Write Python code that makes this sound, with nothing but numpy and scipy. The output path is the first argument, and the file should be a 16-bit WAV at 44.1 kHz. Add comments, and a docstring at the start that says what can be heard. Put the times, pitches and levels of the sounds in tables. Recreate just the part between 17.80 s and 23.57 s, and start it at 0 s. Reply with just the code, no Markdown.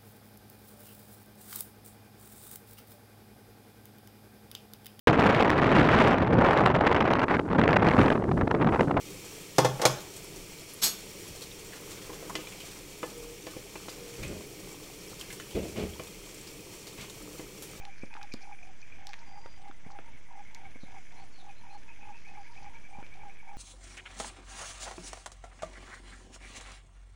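"""Two frogs croak at a grassy waterside at night, each croak a run of pulses ending on a held note.
Every pulse is a resonance of the vocal sac, excited as the larynx opens. Smaller frogs peep and rattle
higher up, while close by stems tick, grass rustles and something bumps softly a few times.
Behind them are thin squeaks, a far chorus and the unbroken trill of insects rasping their wings.
The banks return a short echo, and a low rush of air lies under it all."""
import sys
import numpy as np
from scipy import signal
from scipy.fft import rfft, irfft, next_fast_len
from scipy.io import wavfile
from scipy.ndimage import uniform_filter1d, map_coordinates

SR = 44100
rng = np.random.default_rng(int(sys.argv[2]) if len(sys.argv) > 2 else 0)


def master_out(mix):
    """Clip the mix to full scale and print it as 16-bit PCM to the path in sys.argv[1]."""
    frames = np.transpose(np.atleast_2d(mix))
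    ceiling = np.clip(frames, -1, 1)
    pcm = np.round(ceiling * 32767).astype(np.int16)
    wavfile.write(sys.argv[1], SR, pcm)


N = 254456


def amp(db):
    return 10 ** (np.asarray(db) / 20)


def unit(x):
    """x scaled to rms 1."""
    return x / np.sqrt(np.mean(x ** 2) + 1e-20)


def clock(length):
    return np.arange(int(length * SR)) / SR


def fade(t, t60):
    """Exponential decay by 60 dB in t60 seconds."""
    return np.exp(-np.log(1000) * t / t60)


def along(points, hz):
    """Interpolate (Hz, value) points on a logarithmic frequency axis."""
    freqs, values = np.transpose(points)
    return np.interp(np.log(hz + 1), np.log(freqs + 1), values)


def curves(rows):
    """One value per sample for each column after the time."""
    times, *columns = np.transpose(rows)
    return [np.interp(np.arange(N) / SR, times, column) for column in columns]


def wobble(rate):
    """A smooth random curve, rate knots a second."""
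    return map_coordinates(rng.standard_normal(int(N * rate / SR) + 4), [np.arange(N) * rate / SR])


def filtered(x, response):
    """Multiply the spectrum of x by a frequency response."""
    size = next_fast_len(N + SR // 2)
    return irfft(rfft(x, size) * response(np.fft.rfftfreq(size, 1 / SR)), size)[:N]


def coloured(x, spectrum):
    """x shaped by (Hz, dB) points, at rms 1."""
    return unit(filtered(x, lambda hz: amp(along(spectrum, hz))))


def band(centre_hz, width_hz):
    """Noise in one resonance, at rms 1."""
    return unit(filtered(rng.standard_normal(N), lambda hz: np.exp(-2 * ((hz - centre_hz) / width_hz) ** 2)))


def add(track, start, sound):
    """Mix a sound into the track from start seconds on."""
    i = round(start * SR)
    part = sound[max(-i, 0):max(N - i, 0)]
    track[max(i, 0):max(i, 0) + len(part)] += part


def croaking_frogs(near_hz=804, floor_hz=761, effort_hz_per_db=9, answer_hz=916.4, answer_gap_s=0.245):
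    """Effort raises level and pitch together in the near frog; a second answers higher, in fewer pulses."""
    # Each row: start of the held note in seconds, level in dB, held length in seconds.
    calls = [(.071, -47, 0.029), (0.431, -43.5, 0.02), (0.711, -45, .028), (0.887, -54, 0.03),
             (1.288, -46, 0.024), (1.573, -45, 0.022), (1.874, -47, .03), (2.149, -45.5, 0.029),
             (2.591, -45.5, .027), (2.852, -48.5, 0.029), (3.162, -49.5, 0.034), (3.416, -52, 0.037),
             (3.683, -47, 0.03), (3.945, -45.5, 0.028), (4.289, -44.5, 0.033), (4.571, -45.5, 0.054),
             (4.861, -45.5, 0.027), (5.187, -45.5, 0.024), (5.451, -46, 0.052), (5.73, -46.5, .035)]
    # Each row: start of the first held note in seconds, number of croaks, level in dB.
    answers = [(.366, 1, -51), (1.416, 2, -53), (2.278, 3, -54), (3.14, 2, -56.5), (3.852, 3, -55),
               (4.713, 3, -54), (5.683, 1, -52.5)]
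    out = np.zeros(N)
    for start, db, held in calls:
        hz = max(near_hz + effort_hz_per_db * (db + 46), floor_hz)  # -46 dB is an average croak
        for offset, pulse in croak(hz, held):
            add(out, start + offset, amp(db) * pulse)
    for first, count, db in answers:
        for k in range(round(count)):
            hz = answer_hz + 14.6 * rng.standard_normal()
            for offset, pulse in croak(hz, held_s=0.026, count=3):
                add(out, first + k * answer_gap_s + offset, amp(db) * pulse)
    return out


def croak(hz, held_s, count=5, period_s=0.0206, step_db=2.5):
    """A pulse train swells and rises slightly into a held note: (seconds from that note, sound) pairs."""
    note = sac_pulse(hz, held_s + 0.0053, sag=0.11, attack_s=0.0021, overtone_db=-19.5, click_db=-5)
    parts = [(0, amp(0.8) * note)]
    for k, (late, loud, sharp) in enumerate(rng.standard_normal((count, 3)), 1):  # backwards in time
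        pitch = hz * (1 - 0.0078 * k + 0.017 * sharp)
        pulse = sac_pulse(pitch, 0.0165, sag=0.13, attack_s=0.0013, overtone_db=-29, click_db=-8.5 - 2 * k)
        offset = 0.00203 + 0.00059 * late - k * period_s
        parts.append((offset, amp(3 - step_db * k + 1.7 * loud) * pulse))
    return parts


def sac_pulse(hz, length_s, sag, attack_s, overtone_db, click_db):
    """Resonance: the larynx clicks open and rings the vocal sac; pitch sags as the pressure runs out."""
    t = clock(length_s)
    progress = t / length_s
    flutter = unit(uniform_filter1d(rng.standard_normal(SR // 8), size=130))[:len(t)]
    phase = 2 * np.pi * np.cumsum(hz * (1 + sag * (0.5 - progress) + 0.019 * flutter)) / SR
    tone = np.sin(phase) + amp(overtone_db) * (np.sin(2 * phase) + 0.5 * np.sin(3 * phase))
    ring = tone * amp(1.2 * flutter) * (1 - np.exp(-t / attack_s))
    click = amp(click_db) * np.sin(1.385 * phase) * fade(t, 0.017)
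    return (ring + click) * (1 - progress ** 2.34)


def peeps(rise_s=0.0048, release_s=0.00074):
    """A small frog's peep is a tone under an asymmetric envelope: it swells and stops short."""
    # Each row: time of the peak in seconds, pitch in Hz, peak level in dB.
    notes = [(.226, 2390, -45.5), (.524, 2370, -43), (.731, 2390, -45.5), (.79, 2370, -49),
             (.833, 2440, -46.5), (1.031, 2420, -45), (1.127, 2400, -45), (2.337, 2230, -51),
             (2.685, 2150, -48), (3.173, 2160, -50)]
    out, t = np.zeros(N), clock(0.05) - 0.025
    envelope = np.exp(-(t / np.where(t < 0, rise_s, release_s)) ** 2)
    for peak, hz, db in notes:
        add(out, peak + t[0], amp(db) * envelope * np.sin(2 * np.pi * hz * t * (1 + 0.8 * t)))
    return out


def rattles(pulse_hz=115, depth=0.23, rough_db=2.5, waver=0.034, throat_db=-13):
    """Amplitude modulation chops a small frog's rising note unevenly; a lower throat mode rings along."""
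    # Each row: middles of the first and last notes in seconds, number of notes, pitch in Hz,
    # relative level in dB, note length in seconds, rise as a fraction of the pitch.
    runs = [(0.018, 0.631, 7, 2360, -57, .055, .08), (1.44, 2.057, 7, 2088, -58, 0.025, .14),
            (2.16, 2.571, 5, 2120, -60.5, 0.049, 0.065), (2.661, 2.955, 4, 2145, -53, .022, 0.024),
            (3.07, 3.377, 4, 2161, -59.5, 0.051, 0.063), (3.709, 3.904, 2, 2445, -61.5, 0.062, 0.095),
            (4.105, 4.487, 4, 2516, -58.5, .07, .07), (4.456, 4.662, 3, 2243, -54.5, .033, .15),
            (4.771, 5.331, 7, 2356, -54.5, 0.037, .17), (5.418, 5.693, 4, 2320, -57, 0.046, .17)]
    out = np.zeros(N)
    for first, last, count, hz, db, length, glide in runs:
        t = clock(length)
        progress = t / length
        envelope = np.sin(np.pi * progress ** 0.82)
        for middle in np.linspace(first, last, round(count)):
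            swell, bend, slip = [map_coordinates(row, [t * 300]) for row in rng.standard_normal((3, 60))]
            pitch = hz * (1 + glide * (np.sqrt(progress) - 0.67) + waver * bend)
            phase = 2 * np.pi * np.cumsum(pitch) / SR
            pulses = np.exp(depth * np.cos(2 * np.pi * pulse_hz * t + slip)) * amp(rough_db * swell)
            tone = np.sin(phase) + amp(throat_db) * np.sin(0.72 * phase)
            add(out, middle - length / 2, amp(db - 4) * unit(tone * pulses * envelope))
    return out


def stem_ticks(t60_s=0.014, spread=1.5, crack_db=-19, snap=2.8):
    """Impulse excitation: a stem snaps straight and is quickly damped; thin stems add a bright crack."""
    # Each row: start in seconds, relative level in dB, centre frequency in Hz.
    ticks = [(.052, -33.5, 3800), (0.3398, -34, 2150), (.3518, -36, 1284), (0.361, -41, 2010),
             (0.3667, -32, 1390), (0.414, -34, 1480), (.430, -35, 4760), (.538, -29, 4900),
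             (1.270, -30.5, 5140), (1.292, -38, 4770), (1.3333, -29.5, 2240), (1.340, -29.5, 1960),
             (1.6612, -36, 1430), (1.912, -35.5, 1420), (2.103, -38, 1110), (2.1874, -36, 1330),
             (2.7476, -34.5, 6100), (5.228, -39, 1400), (5.265, -42, 2730)]
    out, t = np.zeros(N), clock(0.1)
    for start, db, hz in ticks:
        burst = rng.standard_normal(len(t)) * fade(t, t60_s)
        push = snap * np.sqrt(hz / 8000) * np.sin(2 * np.pi * hz * t) * np.exp(-t * hz)
        body = signal.butter(1, [hz / spread, hz * spread], 'band', fs=SR)
        lowpass = signal.butter(4, min(hz * 3.26, 6800), fs=SR)
        tick = signal.lfilter(*lowpass, signal.lfilter(*body, burst + push))
        tick += amp(crack_db) * (hz / 4500) ** 1.7 * burst * fade(t, 0.0099)
        rms = np.sqrt(np.sum(tick ** 2) / (t60_s * SR))
        add(out, start, amp(db - 17.5) * tick / rms)
    return out


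def bumps(drop=0.38, decay_cycles=5.57, scuff_db=-11):
    """A soft knock is a damped oscillation: a few low cycles sink in pitch, with a dull scuff."""
    # Each row: start in seconds, relative level in dB, nominal pitch in Hz.
    knocks = [(0.2341, -35, 236), (.3534, -43, 325), (0.5404, -32.5, 240), (1.659, -42, 575),
              (1.898, -47.5, 293), (2.064, -42, 185), (2.189, -37, 710), (2.958, -44.5, 260),
              (3.0334, -39.5, 185), (5.185, -42.5, 190), (5.226, -46, 297)]
    out, t = np.zeros(N), clock(0.037)
    dull = signal.butter(2, [90, 560], 'band', fs=SR)
    for start, db, hz in knocks:
        phase = 2 * np.pi * np.cumsum(hz * (0.82 + drop * np.exp(-t / 0.0035))) / SR
        scuff = unit(signal.lfilter(*dull, rng.standard_normal(len(t))))
        knock = amp(scuff_db) * scuff * fade(t, 0.039) - np.sin(phase) * fade(t, decay_cycles / hz)
        add(out, start, amp(db + 6) * knock * (1 - np.exp(-t / 0.00012)))
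    return out


def grass(snaps_per_s=1100, clump_db=5, strays_per_s=9, stray_db=-78):
    """Friction between blades gives clumps of tiny snaps, with faint stray ones in between."""
    # Each row: middle in seconds, length in seconds, relative level in dB.
    rustles = [(0.248, 0.37, -69), (.53, .028, -53.5), (.621, 0.043, -59), (1.014, 0.032, -62),
               (1.347, 0.23, -65.5), (2.115, .02, -60.5), (4.6, 1.2, -72.5), (4.719, 0.033, -67),
               (4.83, .042, -64.5)]
    out = np.zeros(N)
    blade = signal.butter(4, [3965, 6400], 'band', fs=SR)
    for middle, length, db in rustles:
        count = int(length * SR)
        snaps = (rng.random(N) < snaps_per_s / SR) * rng.standard_normal(N)
        clumps = (snaps * amp(clump_db * wobble(25.2)))[:count] * np.hanning(count)
        add(out, middle - length / 2, amp(db - 3) * unit(signal.lfilter(*blade, clumps)))
    impulses = (rng.random(N) < strays_per_s / SR) * rng.uniform(0.68, 1, N)
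    strays = signal.fftconvolve(impulses, fade(clock(0.02), 0.02))[:N] * rng.standard_normal(N)
    spectrum = [(300, -13), (1300, -4), (3000, 3), (6000, -7), (8000, -13), (15000, -38)]
    return out + amp(stray_db) * coloured(strays, spectrum)


def squeaks(waver_hz=90, edge_s=0.012):
    """Random frequency modulation roughens thin, distant calls; the widest glides are the hoarsest."""
    # Each row: start in seconds, length in seconds, first and last pitch in Hz, level in dB.
    calls = [(1.45, 0.33, 4758, 4792, -66), (2.998, 0.057, 4313, 3730, -62),
             (3.358, 0.071, 4023, 4410, -66), (3.519, .094, 4502, 4136, -65),
             (3.584, 0.043, 4140, 3467, -60), (3.754, .05, 3900, 4274, -65),
             (3.895, 0.074, 3998, 4380, -64), (4.577, 0.24, 4860, 4930, -74)]
    out = np.zeros(N)
    for start, length, start_hz, end_hz, db in calls:
        t = clock(length)
        waver = unit(uniform_filter1d(rng.standard_normal(SR), size=40))[:len(t)]
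        hz = np.linspace(start_hz, end_hz, len(t)) + (waver_hz + 0.26 * abs(end_hz - start_hz)) * waver
        envelope = np.clip(np.minimum(t, length - t) / edge_s, 0, 1)
        add(out, start, amp(db) * envelope * np.sin(2 * np.pi * np.cumsum(hz) / SR))
    return out


def far_chorus(pulses_per_s=900):
    """Superposition: countless far frogs merge into a patter, and far insects into a shimmer above it."""
    # Each row: time in seconds, relative levels of the frogs and of the insects in dB.
    levels = [(0.0, -59.5, -67), (0.27, -56, -71), (0.67, -59, -67), (0.99, -61.5, -69.5),
              (1.27, -56.5, -70), (1.59, -63, -68.5), (1.88, -64.5, -72), (2.91, -59.5, -71.5),
              (3.15, -57.5, -67), (3.55, -62.5, -70), (4.34, -60.5, -70.5), (4.85, -60.5, -70),
              (5.4, -63, -71), (5.77, -60, -72)]
    # Each row of both spectra: frequency in Hz, relative spectral density in dB.
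    frog_spectrum = [(400, -50), (900, -14), (1250, -11), (1650, 4.5), (1900, -0.5), (2250, 7), (2550, 0.5),
                     (2850, -12.5), (3400, -4.5), (4200, -36), (7000, -69.5)]
    insect_spectrum = [(2500, -1.5), (3300, -11), (4100, -9.5), (5000, 0), (5700, -1), (6100, 6),
                       (6450, -5.5), (6900, 3.5), (7200, -8), (8400, -13.5), (10000, -16), (11000, -52)]
    frogs_db, insects_db = curves(levels)
    pulses = (rng.random(N) < pulses_per_s / SR) * rng.standard_normal(N)
    patter = coloured(pulses, frog_spectrum) * amp(frogs_db - 3 + 1.1 * wobble(24.77))
    flicker = amp(insects_db + 1.82 + 1.55 * wobble(60))
    return patter + flicker * coloured(rng.standard_normal(N), insect_spectrum)


def crickets(wing_hz=7755, first_db=-82, second_db=-84, whine_db=-82):
    """Stridulation: two crickets trill on one narrow wing tone, far ones merge to a whine, one chirps."""
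    # Each row: middle of the chirp in seconds, peak level in dB.
    chirps = [(.24, -67.5), (1.825, -70), (3.445, -70), (5.11, -69)]
    wing = lambda: np.sin(2 * np.pi * np.cumsum(wing_hz + 28 * wobble(400)) / SR)
    out = amp(first_db) * wing() * wing_strokes(rate_hz=20.9, drift=0.32, depth=2.4)
    out += amp(second_db) * wing() * wing_strokes(rate_hz=17.5, drift=0.076, depth=0.87)
    out += amp(whine_db) * band(6030, 180)
    t = clock(0.062)
    chirp = np.hanning(len(t)) * np.sin(2 * np.pi * (8260 - 1300 * t) * t)
    for middle, db in chirps:
        add(out, middle - t[-1] / 2, amp(db) * chirp)
    return out


def katydids():
    """Broadband stridulation: two katydids rasp in high bands of noise that pulse with each stroke."""
    # Each row, one table for each katydid: time in seconds, level in dB.
    rasp_levels = [(0, -89), (.85, -79.5), (.95, -84.5), (1.9, -83.5), (2.2, -80), (2.8, -83.5), (3.1, -89),
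                   (5.77, -85)]
    buzz_levels = [(0, -81), (.8, -80), (.9, -95), (2.6, -91), (2.95, -80.5), (5.77, -82.5)]
    faster = wing_strokes(rate_hz=9.92, drift=0.01, depth=0.75, start_s=0.06)
    rasp = band(9314, 930) * faster
    slower = wing_strokes(rate_hz=9.1, drift=0.03, depth=0.55, start_s=0.08)
    buzz = 0.67 * band(9910, 200) * slower + 0.92 * band(9610, 640) * np.sqrt(slower)
    return amp(curves(rasp_levels)[0]) * rasp + amp(curves(buzz_levels)[0]) * buzz


def wing_strokes(rate_hz, drift, depth, start_s=0):
    """The nearly periodic amplitude envelope of a rasping wing."""
    cycle = rate_hz * (np.arange(N) / SR - start_s) + drift * wobble(2.18)
    return unit(np.exp(depth * np.cos(2 * np.pi * cycle)))


def bank_echo(x):
    """Scattering from the grassy banks gives a short tail whose decay depends on frequency."""
    # Each row: frequency in Hz, time to decay by 60 dB in seconds.
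    decay_times = [(300, 0.23), (1000, 0.2), (3000, 0.36), (10000, 0.042)]
    hz, t, noise = signal.stft(rng.standard_normal(SR // 3), SR, nperseg=256)
    tail = signal.istft(noise * fade(t, along(decay_times, hz)[:, None]), SR, nperseg=256)[1]
    return signal.fftconvolve(x, tail / np.linalg.norm(tail))[:N]


def night_air(level_db=-57.6, waver_db=1.54):
    """Ambient noise, strongest in the bass, wavers gently in level."""
    # Each row: frequency in Hz, relative spectral density in dB.
    spectrum = [(15, 3.5), (30, 3), (60, -1.5), (120, -4.5), (250, -9), (500, -15.5), (900, -16),
                (1400, -21.5), (3000, -20), (7000, -46), (10500, -50), (12500, -53), (16000, -48)]
    return amp(level_db + waver_db * wobble(9)) * coloured(rng.standard_normal(N), spectrum)


def scene():
    """Direct sound, echo and background add; far sources carry the largest share of echo."""
    close = stem_ticks() + bumps() + grass()
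    near = croaking_frogs()
    far = peeps() + rattles() + squeaks()
    echo = bank_echo(amp(-14.5) * close + amp(-16) * near + amp(-6) * far)
    background = night_air() + far_chorus() + crickets() + katydids()
    return (close + near + far + echo + background)[None]


def record(dry, top_hz=15800, offset=0.0191):
    """A sharp low-pass limits the bandwidth, and a small constant offset shifts the waveform."""
    return filtered(dry[0], lambda hz: hz < top_hz)[None] + offset


dry = scene()
out = record(dry)
master_out(out)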